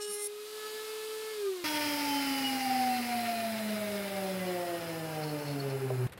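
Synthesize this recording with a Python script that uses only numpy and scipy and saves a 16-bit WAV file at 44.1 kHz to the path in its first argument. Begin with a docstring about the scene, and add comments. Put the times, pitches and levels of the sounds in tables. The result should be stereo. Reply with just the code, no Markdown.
"""Workshop: a router under a table trims a hardwood strip, runs free and is switched off.
The bit strikes the wood once a turn, buzzing and squealing over shaft hum and fan air.
A jump to later in the spin-down: hum and ball-bearing tone sink through the table's resonances,
over a dry bearing rush and faint scrapes. The wooden jig knocks the table once.
A last jump lands in the quiet shop, with a few light handling taps."""
import sys
import numpy as np
from scipy import signal
from scipy.fft import rfft, irfft, next_fast_len
from scipy.io import wavfile

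SR = 44100
rng = np.random.default_rng(int(sys.argv[2]) if len(sys.argv) > 2 else 0)


def file_out(sig):
    """Save sig as 16-bit WAV at sys.argv[1]."""
    # one column per channel
    cols = np.atleast_2d(sig).T
    # limit, then scale
    lim = np.clip(cols, -1, 1)
    pcm = np.round(lim * 32767).astype(np.int16)
    wavfile.write(sys.argv[1], SR, pcm)


N = 272960
TIME_S = np.arange(N) / SR
JUMP_TO_COAST_S, JUMP_TO_QUIET_S = 1.641, 6.067
# coasting: drive level at REF_SPEED_RPS, loss per halving of speed
REF_SPEED_RPS, SHAFT_DB = 200, -41
BALL_DB, BALL_LOSS_DB = -38.5, 17.5
FAN_DB, FAN_LOSS_DB = -54.5, 14
RUSH_DB, RUSH_LOSS_DB = -44.5, 12
HISS_DB, HISS_LOSS_DB, SIZZLE_LOSS_DB = -46, 11, 3.5
BALL_PASSES_PER_TURN, FAN_BLADES = 3.086, 11

# shaft, powered to just past switch-off: time_s, speed_rps
RUN_SPEED_CURVE = [(0, 416.5), (.27, 413.8), (.55, 427.6), (.9, 432.9), (1.31, 435.5), (1.4, 416),
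                   (1.46, 395.5), (1.64, 341)]
# shaft hum, swelling as the speed starts to fall: time_s, level_db
RUN_HUM_CURVE = [(0, -38.5), (.26, -40.5), (.5, -42.5), (.72, -39), (1.35, -38), (1.47, -30), (1.51, -32),
                 (1.56, -37.5), (1.64, -42)]
# hum overtones: cycles_per_turn, free_db, cutting_db, flutter_db
HUM_OVERTONES = [(2, -58.5, -54, 2), (3, -50.5, -45.5, 5), (4, -51.5, -50.5, 3.5), (5, -59.5, -55, 3.5)]
# weak whines under power: cycles_per_turn, level_db
RUN_WHINES = [(3.086, -62), (6, -60), (10, -73), (11, -63.5)]
# fan air, up as the jig uncovers the opening, down after switch-off: time_s, level_db
AIR_CURVE = [(0.31, -49), (0.45, -45.5), (0.68, -42), (1.34, -42.5), (1.5, -44.5), (1.64, -45)]
# fan air: freq_hz, gain_db
AIR_SPECTRUM = [(20, -15), (60, -15), (130, -14.5), (300, -2.5), (450, 4), (600, -2), (1200, 1.5),
                (1900, -1.5), (2600, 1.5), (4100, 4), (4800, 0.5), (6300, -4), (9000, -2.5), (12500, -3.5),
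                (15500, -8)]
# cutting buzz: time_s, level_db
BUZZ_CURVE = [(0.0, -47.5), (0.024, -35.5), (0.074, -45), (0.108, -40.5), (0.158, -45), (0.27, -42.5),
              (0.284, -62.5)]
# cutting buzz: freq_hz, gain_db
BUZZ_SPECTRUM = [(2200, -2), (2900, -6), (3700, 6), (4400, -4), (5000, 9.5), (6200, 1), (7400, 4),
                 (8300, 6.5), (10000, -2), (11600, -5), (12600, -15), (14000, -16), (15600, -13)]
# resonances the cutter sets squealing: pitch_hz, width_hz, level_db, peak_s, sigma_s
SQUEAL_MODES = [(3010, 130, -41.5, 0.069, 0.053), (5540, 300, -45, 0.081, 0.029),
                (7000, 270, -58, 0.085, 0.016), (9100, 300, -37, 0.11, 0.027),
                (10620, 240, -39, 0.14, .025), (9240, 400, -36.5, 0.23, 0.036),
                (10500, 270, -35, 0.273, 0.039)]

# shaft, coasting: time_s, speed_rps
COAST_SPEED_CURVE = [(1.64, 304.6), (2, 287), (2.5, 263), (3, 241), (3.5, 219), (4, 199), (4.5, 180.3),
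                     (5, 161), (5.5, 143.3), (6.07, 121.8)]
# shaft chatter in the bearings: time_s, gain_db
CHATTER_CURVE = [(1.7, 6.5), (1.84, 4.5), (2.0, -1.5), (2.6, -5), (4.2, -5.5), (4.5, 5), (5.35, 2.5),
                 (5.75, -4), (6.05, -9.5)]
# chatter overtones: cycles_per_turn, level_db
CHATTER_OVERTONES = [(2, -48.5), (3, -45), (4, -46), (5, -50.5), (6, -52)]
# weak bearing tones: cycles_per_turn, level_db
BEARING_LINES = [(2.086, -58), (4.086, -59.5), (5.086, -83), (6.172, -58), (10.258, -60.5)]
# table and cabinet resonances: centre_hz, width_hz, gain_db
TABLE_RESONANCES = [(120, 22, 8.5), (153, 14, -2.5), (185, 12.5, 1.5), (212, 13, 4.5), (244.6, 7, 4.5),
                    (274.3, 39, 5.5), (357.5, 43, 5.5), (403, 34, 9.5), (532, 23, -4), (600.7, 38, 3.5),
                    (692, 46, 1.5), (765, 19, 6), (872, 19.4, -2), (1400, 99, 5.5)]
# cancellations by reflection: centre_hz, width_hz, loss_db
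TABLE_NULLS = [(146, 1.2, 15), (172.4, 6.9, 10), (430.3, 4.9, 10), (604, 14.4, 11), (738.8, 6.4, 15)]
# bearing rush: freq_hz, gain_db
RUSH_SPECTRUM = [(900, -7), (1200, -13.5), (1470, -4.5), (1700, -6), (1920, -3.5), (2250, 1), (2600, -2.5),
                 (2950, -5.5), (3300, -5), (3800, -8.5), (4400, -10), (5700, -33)]
# bearing rasp: cycles_per_turn, half_width_hz, re_rush_db
RASP_BANDS = [(8.2, 180, -11), (18.1, 320, -9)]
# housing ring: time_s, level_db
HOUSING_CURVE = [(1.67, -42.5), (2.1, -42.5), (2.9, -47), (3.3, -51.5), (4.3, -54), (5.4, -57), (6.04, -66)]
# housing ring: freq_hz, gain_db
HOUSING_SPECTRUM = [(3800, -23), (4350, -7), (4800, 3), (5050, -0.5), (5250, 5.5), (5450, 2.5), (5800, -1),
                    (6600, -6)]
# bearing hiss: freq_hz, gain_db
HISS_SPECTRUM = [(3350, -38), (5700, -11), (6650, -5.5), (9230, -2.5), (10400, 0), (13000, -3.5),
                 (15100, -4), (15800, 0.5)]
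# thin bearing whistles at full hiss: cycles_per_turn, level_db
BEARING_WHISTLES = [(36, -61), (41, -58), (44, -59.5), (47, -60), (53, -59), (56, -56), (72, -59)]
# insert plate rung by bearing sizzle: pitch_hz, width_hz, level_at_ref_speed_db
PLATE_MODES = [(10500, 100, -61), (11600, 230, -58), (15400, 500, -57)]
# motor housing and insert plate resonances: centre_hz, width_hz, lift_db
BODY_RESONANCES = [(1220, 31, 14.5), (1376, 68, 6.5), (1835, 50, 6.5), (2030, 50, 6.5), (2107, 43, 4.5),
                   (2475, 54, 3), (2694, 37, 7.5), (2894, 46, 5.5), (2975, 40, 5.5), (3670, 72, 3.5),
                   (4087, 90, 8), (4730, 64, 5.5), (4940, 76, 6), (5060, 80, 6)]
# low table noise: freq_hz, gain_db
TABLE_SPECTRUM = [(25, -24), (55, -13.5), (85, -11), (110, 3.5), (140, -7), (200, -4.5), (400, -1.5),
                  (600, 0.5), (900, 0), (1200, -8.5), (1700, -1.5)]

# jig contacts with the table: start_s, impulse_db, brightness_hz
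JIG_CONTACTS = [(5.902, -33, 1100), (5.909, -57, 800), (5.927, -49, 700)]
# jig and table top: pitch_hz, gain_db, t60_s
JIG_MODES = [(410, 4, 0.046), (487, 6, 0.049), (623, 4.5, 0.076), (777, -7, 0.12), (1000, -4, 0.04),
             (1900, -16, .02), (2850, -12, .015)]
# faint scrapes: peak_s, level_db, sigma_s
SCRAPE_EVENTS = [(5.242, -45.5, 0.01), (5.298, -48, 0.024), (5.40, -50, 0.0092), (5.485, -47, 0.039),
                 (5.60, -48, .014), (5.705, -47, 0.0087)]
# scrape ring: pitch_hz, width_hz, relative_db
SCRAPE_RESONANCES = [(4390, 70, 16), (4600, 200, -3), (5000, 120, 3), (5300, 110, 7)]
# handling taps: start_s, level_db, decay_s
TAP_EVENTS = [(6.069, -41, 0.0086), (6.096, -48, .005), (6.122, -41, 0.0088), (6.132, -47.5, 0.0068),
              (6.176, -45, 0.015)]
# handling taps: freq_hz, gain_db
TAP_SPECTRUM = [(200, -8), (1000, 2), (1900, 0), (2500, -3), (4000, -7), (6000, -18), (9000, -11),
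                (11000, -15), (13500, -11), (15000, -25)]
# room noise: freq_hz, gain_db
ROOM_SPECTRUM = [(25, -15), (110, 6), (250, -9), (500, -2), (1000, -11), (2000, -13), (4000, -24),
                 (7000, -37), (15000, -38)]
# left-right likeness: freq_hz, correlation
STEREO_CORRELATION = [(60, 1), (130, 0.5), (290, 0.64), (640, -0.23), (1400, -0.051), (15000, 0.034)]
# balance: freq_hz, left_minus_right_db
STEREO_BALANCE = [(110, 0.5), (250, .5), (280, -4.5), (312, 5), (345, -10.5), (385, 0), (430, -11),
                  (520, -3.5), (700, -0.5), (780, 5), (870, -10), (960, -2.5), (1300, -2), (2400, -3),
                  (4400, -4), (8100, -5), (15000, -8.5)]
# tone phase between the sides: freq_hz, left_lead_rad
STEREO_PHASE = [(120, -.2), (210, 0), (290, -.55), (335, -2), (385, -.5), (430, -1.06), (560, -.3),
                (700, -1.1), (780, -0.65), (870, -2.6), (1400, -2.18), (5000, 0.06)]


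def running_router():
    """Shaft hum, fluttering overtones, whines that ring the housing, fan air and the end of the cut."""
    speed_rps = curve(RUN_SPEED_CURVE)
    air_db = curve(AIR_CURVE)
    covered_db = air_db - air_db.max()
    in_wood = until(0.27, fade_s=0.11)
    hum = shaft_tone(speed_rps, 1, curve(RUN_HUM_CURVE), waver_db=0.84)
    for per_turn, free_db, cutting_db, flutter_db in HUM_OVERTONES:
        running_free_db = free_db + 2.3 * covered_db  # 2.3 dB per dB of fan air
        level_db = in_wood * cutting_db + (1 - in_wood) * running_free_db
        hum += shaft_tone(speed_rps, per_turn, level_db, flutter_db)
    whines = motor_body(from_db(covered_db) * side_tones(speed_rps, RUN_WHINES, wet_db=-2.5))
    rush = rubbing(speed_rps, whine_db=-9.5, throb=0.14, harmonics=24)
    air = from_db(air_db) * coloured(rush, AIR_SPECTRUM)
    return hum + whines + air + cutting(speed_rps)


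def cutting(speed_rps):
    """The edge strikes the wood once a turn; as the grip shifts, different resonances squeal."""
    turns = shaft_turns(speed_rps, jitter=0.0016, rate_hz=60)
    blows = turn_force(turns, scatter=0, harmonics=38) * from_db(drift(200) + drift(40))
    blows = reflections(blows, t60_s=0.014, wet_db=11)  # smeared by workpiece and plate
    buzz = from_db(curve(BUZZ_CURVE)) * coloured(blows, BUZZ_SPECTRUM)
    squeal = sum(from_db(db) * swell(peak_s, sigma_s) * resonance(blows, hz, width_hz)
                 for hz, width_hz, db, peak_s, sigma_s in SQUEAL_MODES)
    cut = (buzz + squeal) * until(0.275, fade_s=0.008)
    feed_bump = from_db(-55) * swell(peak_s=0.105, sigma_s=0.015) * np.sin(2 * np.pi * 200 * TIME_S)
    return reflections(cut, t60_s=0.033, wet_db=-15) + feed_bump


def coasting_router():
    """Bearing rush, fan tone, housing ring, hiss and sizzle fade over the hum and steady table noise."""
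    speed_rps = curve(COAST_SPEED_CURVE)
    halvings = np.log2(REF_SPEED_RPS / speed_rps)
    rub = rubbing(speed_rps, whine_db=-6.5, throb=0.16, harmonics=50) * from_db(1.08 * drift(27))
    rasps = sum(from_db(db) * bearing_rasp(speed_rps, per_turn, half_width_hz)
                for per_turn, half_width_hz, db in RASP_BANDS)
    rush = from_db(RUSH_DB - RUSH_LOSS_DB * halvings) * (coloured(rub, RUSH_SPECTRUM) + rasps)
    fan = shaft_tone(speed_rps, FAN_BLADES, FAN_DB - FAN_LOSS_DB * halvings, waver_db=4)
    housing = from_db(curve(HOUSING_CURVE)) * coloured(rub, HOUSING_SPECTRUM)

    fine_rub = rubbing(speed_rps, whine_db=-4, throb=0.2, harmonics=90)
    hiss_db = HISS_DB - HISS_LOSS_DB * halvings
    hiss = from_db(hiss_db) * coloured(fine_rub, HISS_SPECTRUM)
    sizzle = from_db(-SIZZLE_LOSS_DB * halvings) * ring_modes(fine_rub, PLATE_MODES)
    whistles = side_tones(speed_rps, BEARING_WHISTLES, wet_db=-46)
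    whistles *= from_db(hiss_db - hiss_db.max()) * pan(HISS_SPECTRUM[-1][0])

    motor = motor_body(fan + rush + housing + hiss + whistles)
    table_noise = from_db(-44.5) * coloured(white(), TABLE_SPECTRUM)
    return coasting_hum(speed_rps, halvings) + motor + sizzle + table_noise


def coasting_hum(speed_rps, halvings):
    """Shaft, ball-pass and chatter tones swell and fade as they sink through the table's resonances."""
    def through_table(per_turn, level_db, waver_db):
        return shaft_tone(speed_rps, per_turn, level_db + table_gain_db(per_turn * speed_rps), waver_db)
    chatter_db = curve(CHATTER_CURVE)
    shaft = through_table(1, SHAFT_DB, waver_db=1.5)
    ball = through_table(BALL_PASSES_PER_TURN, BALL_DB - BALL_LOSS_DB * halvings, waver_db=1.9)
    chatter = sum(through_table(per_turn, db + chatter_db, waver_db=2.5)
                  for per_turn, db in CHATTER_OVERTONES)
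    return shaft + ball + chatter + side_tones(speed_rps, BEARING_LINES, wet_db=1.5)


def shaft_tone(speed_rps, per_turn, level_db, waver_db):
    """A line locked to the shaft; its stereo position shifts as it sweeps."""
    hz = per_turn * speed_rps
    phase_rad = 2 * np.pi * (np.cumsum(hz) / SR + rng.random())
    block_hz = hz[::32]
    position = pan(block_hz) * np.exp(1j * at_hz(STEREO_PHASE, block_hz) * [[0.5], [-0.5]])
    position = np.repeat(position, 32, axis=1)[:, :N]
    amplitude = np.sqrt(2) * from_db(level_db + waver_db * drift(8.1))
    return amplitude * np.real(position * np.exp(1j * phase_rad))


def side_tones(speed_rps, lines, wet_db):
    """Weak, unsteady tones; reflections make them waver as they move."""
    angle_rad = 2 * np.pi * shaft_turns(speed_rps, jitter=0.00118, rate_hz=19.6)
    tones = sum(from_db(db) * np.sin(per_turn * angle_rad + 2 * np.pi * rng.random())
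                for per_turn, db in lines)
    return reflections(tones, t60_s=0.44, wet_db=wet_db)


def rubbing(speed_rps, whine_db, throb, harmonics):
    """Rush that swells once a turn, plus a whine from roughness that comes round again."""
    turns = shaft_turns(speed_rps, jitter=0.000786, rate_hz=20.2)
    roughness = turn_force(turns, scatter=1, harmonics=harmonics)
    whine = unit_rms(reflections(roughness, t60_s=0.1, wet_db=35))
    return white() * (1 + throb * np.sin(2 * np.pi * turns)) + from_db(whine_db) * whine


def bearing_rasp(speed_rps, per_turn, half_width_hz):
    """Narrow band of bearing noise; its centre follows the shaft."""
    lowpass = signal.butter(2, half_width_hz, fs=SR, output="sos")
    baseband = signal.sosfilt(lowpass, white() + 1j * white())
    carrier = np.exp(2j * np.pi * per_turn * np.cumsum(speed_rps) / SR)
    return unit_rms(np.real(baseband * carrier)) * pan(per_turn * speed_rps.mean())


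def shaft_turns(speed_rps, jitter, rate_hz):
    """Running turn count at a slightly unsteady speed."""
    return np.cumsum(speed_rps * (1 + jitter * drift(rate_hz))) / SR


def turn_force(turns, scatter, harmonics):
    """Force repeating each turn: a sharp blow at scatter 0, an uneven rub at 1."""
    spectrum = np.exp(2j * np.pi * scatter * rng.random(harmonics + 1))
    spectrum[0] = 0
    cycle = unit_rms(irfft(spectrum, 4096))
    return np.interp(turns % 1, np.linspace(0, 1, len(cycle)), cycle)


def motor_body(x):
    """Housing and plate lift their narrow resonances out of the drive."""
    for hz, width_hz, lift_db in BODY_RESONANCES:
        zero, pole = np.exp(-np.pi * width_hz / SR * np.array([from_db(lift_db), 1]))
        tuning = -2 * np.cos(2 * np.pi * hz / SR)
        x = signal.lfilter([1, tuning * zero, zero ** 2], [1, tuning * pole, pole ** 2], x)
    return x


def table_gain_db(hz):
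    """Table response to a tone: resonances lift it, cancellations swallow it."""
    grid_hz, floor_db = np.geomspace(100, 2000, 1500), -7.5
    power = sum((from_db(db) / (1 + ((grid_hz - centre_hz) / width_hz) ** 2 * 5 / 3)) ** 2
                for centre_hz, width_hz, db in TABLE_RESONANCES)
    lift_db = np.interp(hz, grid_hz, 10 * np.log10(from_db(floor_db) ** 2 + power))
    loss_db = sum(db / (1 + (2 * (hz - centre_hz) / width_hz) ** 2)
                  for centre_hz, width_hz, db in TABLE_NULLS)
    return lift_db - loss_db


def jig_knock():
    """Blunt wooden contacts ring the jig and table top."""
    force = np.full(N, 1e-18)
    for start_s, impulse_db, brightness_hz in JIG_CONTACTS:
        age_s = np.clip(TIME_S - start_s, 0, 0.01)
        decay_per_s = 2 * np.pi * brightness_hz
        force += from_db(impulse_db) * decay_per_s / SR * np.exp(-decay_per_s * age_s) * (age_s > 0)
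    wood = np.zeros(N)
    for k, (hz, gain_db, t60_s) in enumerate(JIG_MODES):
        radius = from_db(-60 / (t60_s * SR))
        wood += (-1) ** k * from_db(gain_db) * signal.lfilter([1, -1], pole_pair(hz, radius), force)
    return reflections(wood, t60_s=0.15, wet_db=-11)


def scrapes():
    """Short uneven rubs ring a few high resonances."""
    ringing = unit_rms(ring_modes(white(), SCRAPE_RESONANCES))
    envelope = sum(from_db(db) * swell(peak_s, sigma_s) for peak_s, db, sigma_s in SCRAPE_EVENTS)
    return ringing * from_db(1.3 * drift(60)) * envelope


def quiet_shop():
    """Room noise and short scuffing taps of things being handled."""
    room = from_db(-50) * coloured(white(), ROOM_SPECTRUM)
    tap_envelope = sum(from_db(db) * np.exp(-np.maximum(TIME_S - start_s, 0) / decay_s)
                       * (TIME_S > start_s) for start_s, db, decay_s in TAP_EVENTS)
    return room + tap_envelope * coloured(white(), TAP_SPECTRUM)


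def reflections(x, t60_s, wet_db):
    """Direct sound plus dense echoes off table and walls, different per side."""
    delay_s = TIME_S[:SR // 2]
    echoes = rng.standard_normal((2, len(delay_s))) * from_db(-60 * delay_s / t60_s)
    echoes *= from_db(wet_db) / np.sqrt(np.sum(echoes ** 2, axis=1, keepdims=True))
    return x + signal.fftconvolve(np.atleast_2d(x), echoes, axes=1)[:, :N]


def ring_modes(x, modes):
    """Parallel resonances on one drive."""
    return sum(from_db(db) * resonance(x, hz, width_hz) for hz, width_hz, db in modes)


def resonance(x, hz, width_hz):
    """One resonance, normalised, then panned by pitch."""
    radius = np.exp(-np.pi * width_hz / SR)
    return unit_rms(signal.lfilter([1, 0, -1], pole_pair(hz, radius), x)) * pan(hz)


def pole_pair(hz, radius):
    """Resonator denominator."""
    return [1, -2 * radius * np.cos(2 * np.pi * hz / SR), radius ** 2]


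def coloured(pair, spectrum):
    """Two unrelated signals to one stereo sound shaped by a spectrum; rms 1."""
    size = next_fast_len(N, real=True)
    hz = np.arange(size // 2 + 1) * SR / size
    mid, side = rfft(pair, size)
    correlation = np.clip(at_hz(STEREO_CORRELATION, hz), -1, 1)
    stereo = np.sqrt(1 + correlation) * mid + np.sqrt(1 - correlation) * side * [[1], [-1]]
    low_hz, high_hz = spectrum[0][0], spectrum[-1][0]
    skirts = 1 / np.sqrt((1 + (low_hz / (hz + 1)) ** 8) * (1 + (hz / high_hz) ** 40))
    gain = pan(hz) * skirts * from_db(at_hz(spectrum, hz))
    return unit_rms(irfft(stereo * gain, size)[:, :N])


def pan(hz):
    """Left and right gain rows; mean power 1."""
    ratio = from_db(at_hz(STEREO_BALANCE, hz))
    return np.vstack([ratio, np.ones_like(ratio)]) * np.sqrt(2 / (1 + ratio ** 2))


def drift(rate_hz):
    """Slow random wander; rms 1."""
    step, settle = 40, 2000
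    radius = np.exp(-2 * np.pi * rate_hz * step / SR)
    noise = rng.standard_normal(N // step + settle + 2)
    slow = signal.lfilter([1], pole_pair(0, radius), noise)[settle:]
    return np.interp(np.arange(N) / step, np.arange(len(slow)), unit_rms(slow))


def swell(peak_s, sigma_s):
    """Gaussian envelope."""
    return np.exp(-0.5 * np.minimum(((TIME_S - peak_s) / sigma_s) ** 2, 100))


def until(end_s, fade_s=0.00047):
    """Gate: 1, then 0."""
    return np.clip((end_s - TIME_S) / fade_s + 0.5, 0, 1)


def curve(points):
    """Time table, read per sample."""
    return np.interp(TIME_S, *np.transpose(points))


def at_hz(points, hz):
    """Frequency table, read on a log axis."""
    freq_hz, value = np.transpose(points)
    return np.interp(np.log(np.maximum(hz, 1)), np.log(freq_hz), value)


def white():
    """Two unrelated white noises."""
    return rng.standard_normal((2, N))


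def from_db(db):
    """Decibels to gain."""
    return np.exp(np.asarray(db) * (np.log(10) / 20))


def unit_rms(x):
    """Scale to rms 1."""
    return x / np.sqrt(np.mean(x ** 2) + 1e-20)


def scene():
    """Run, spin-down and quiet shop, joined by sudden jumps."""
    before_coast, before_quiet = until(JUMP_TO_COAST_S), until(JUMP_TO_QUIET_S)
    run = before_coast * running_router()
    spin_down = (before_quiet - before_coast) * (coasting_router() + jig_knock() + scrapes())
    return run + spin_down + (1 - before_quiet) * quiet_shop()


def record(dry):
    """Steep low-pass at 15760 Hz."""
    return signal.sosfilt(signal.ellip(12, 0.1, 90, 15760, fs=SR, output="sos"), dry)


dry = scene()
out = record(dry)
file_out(out)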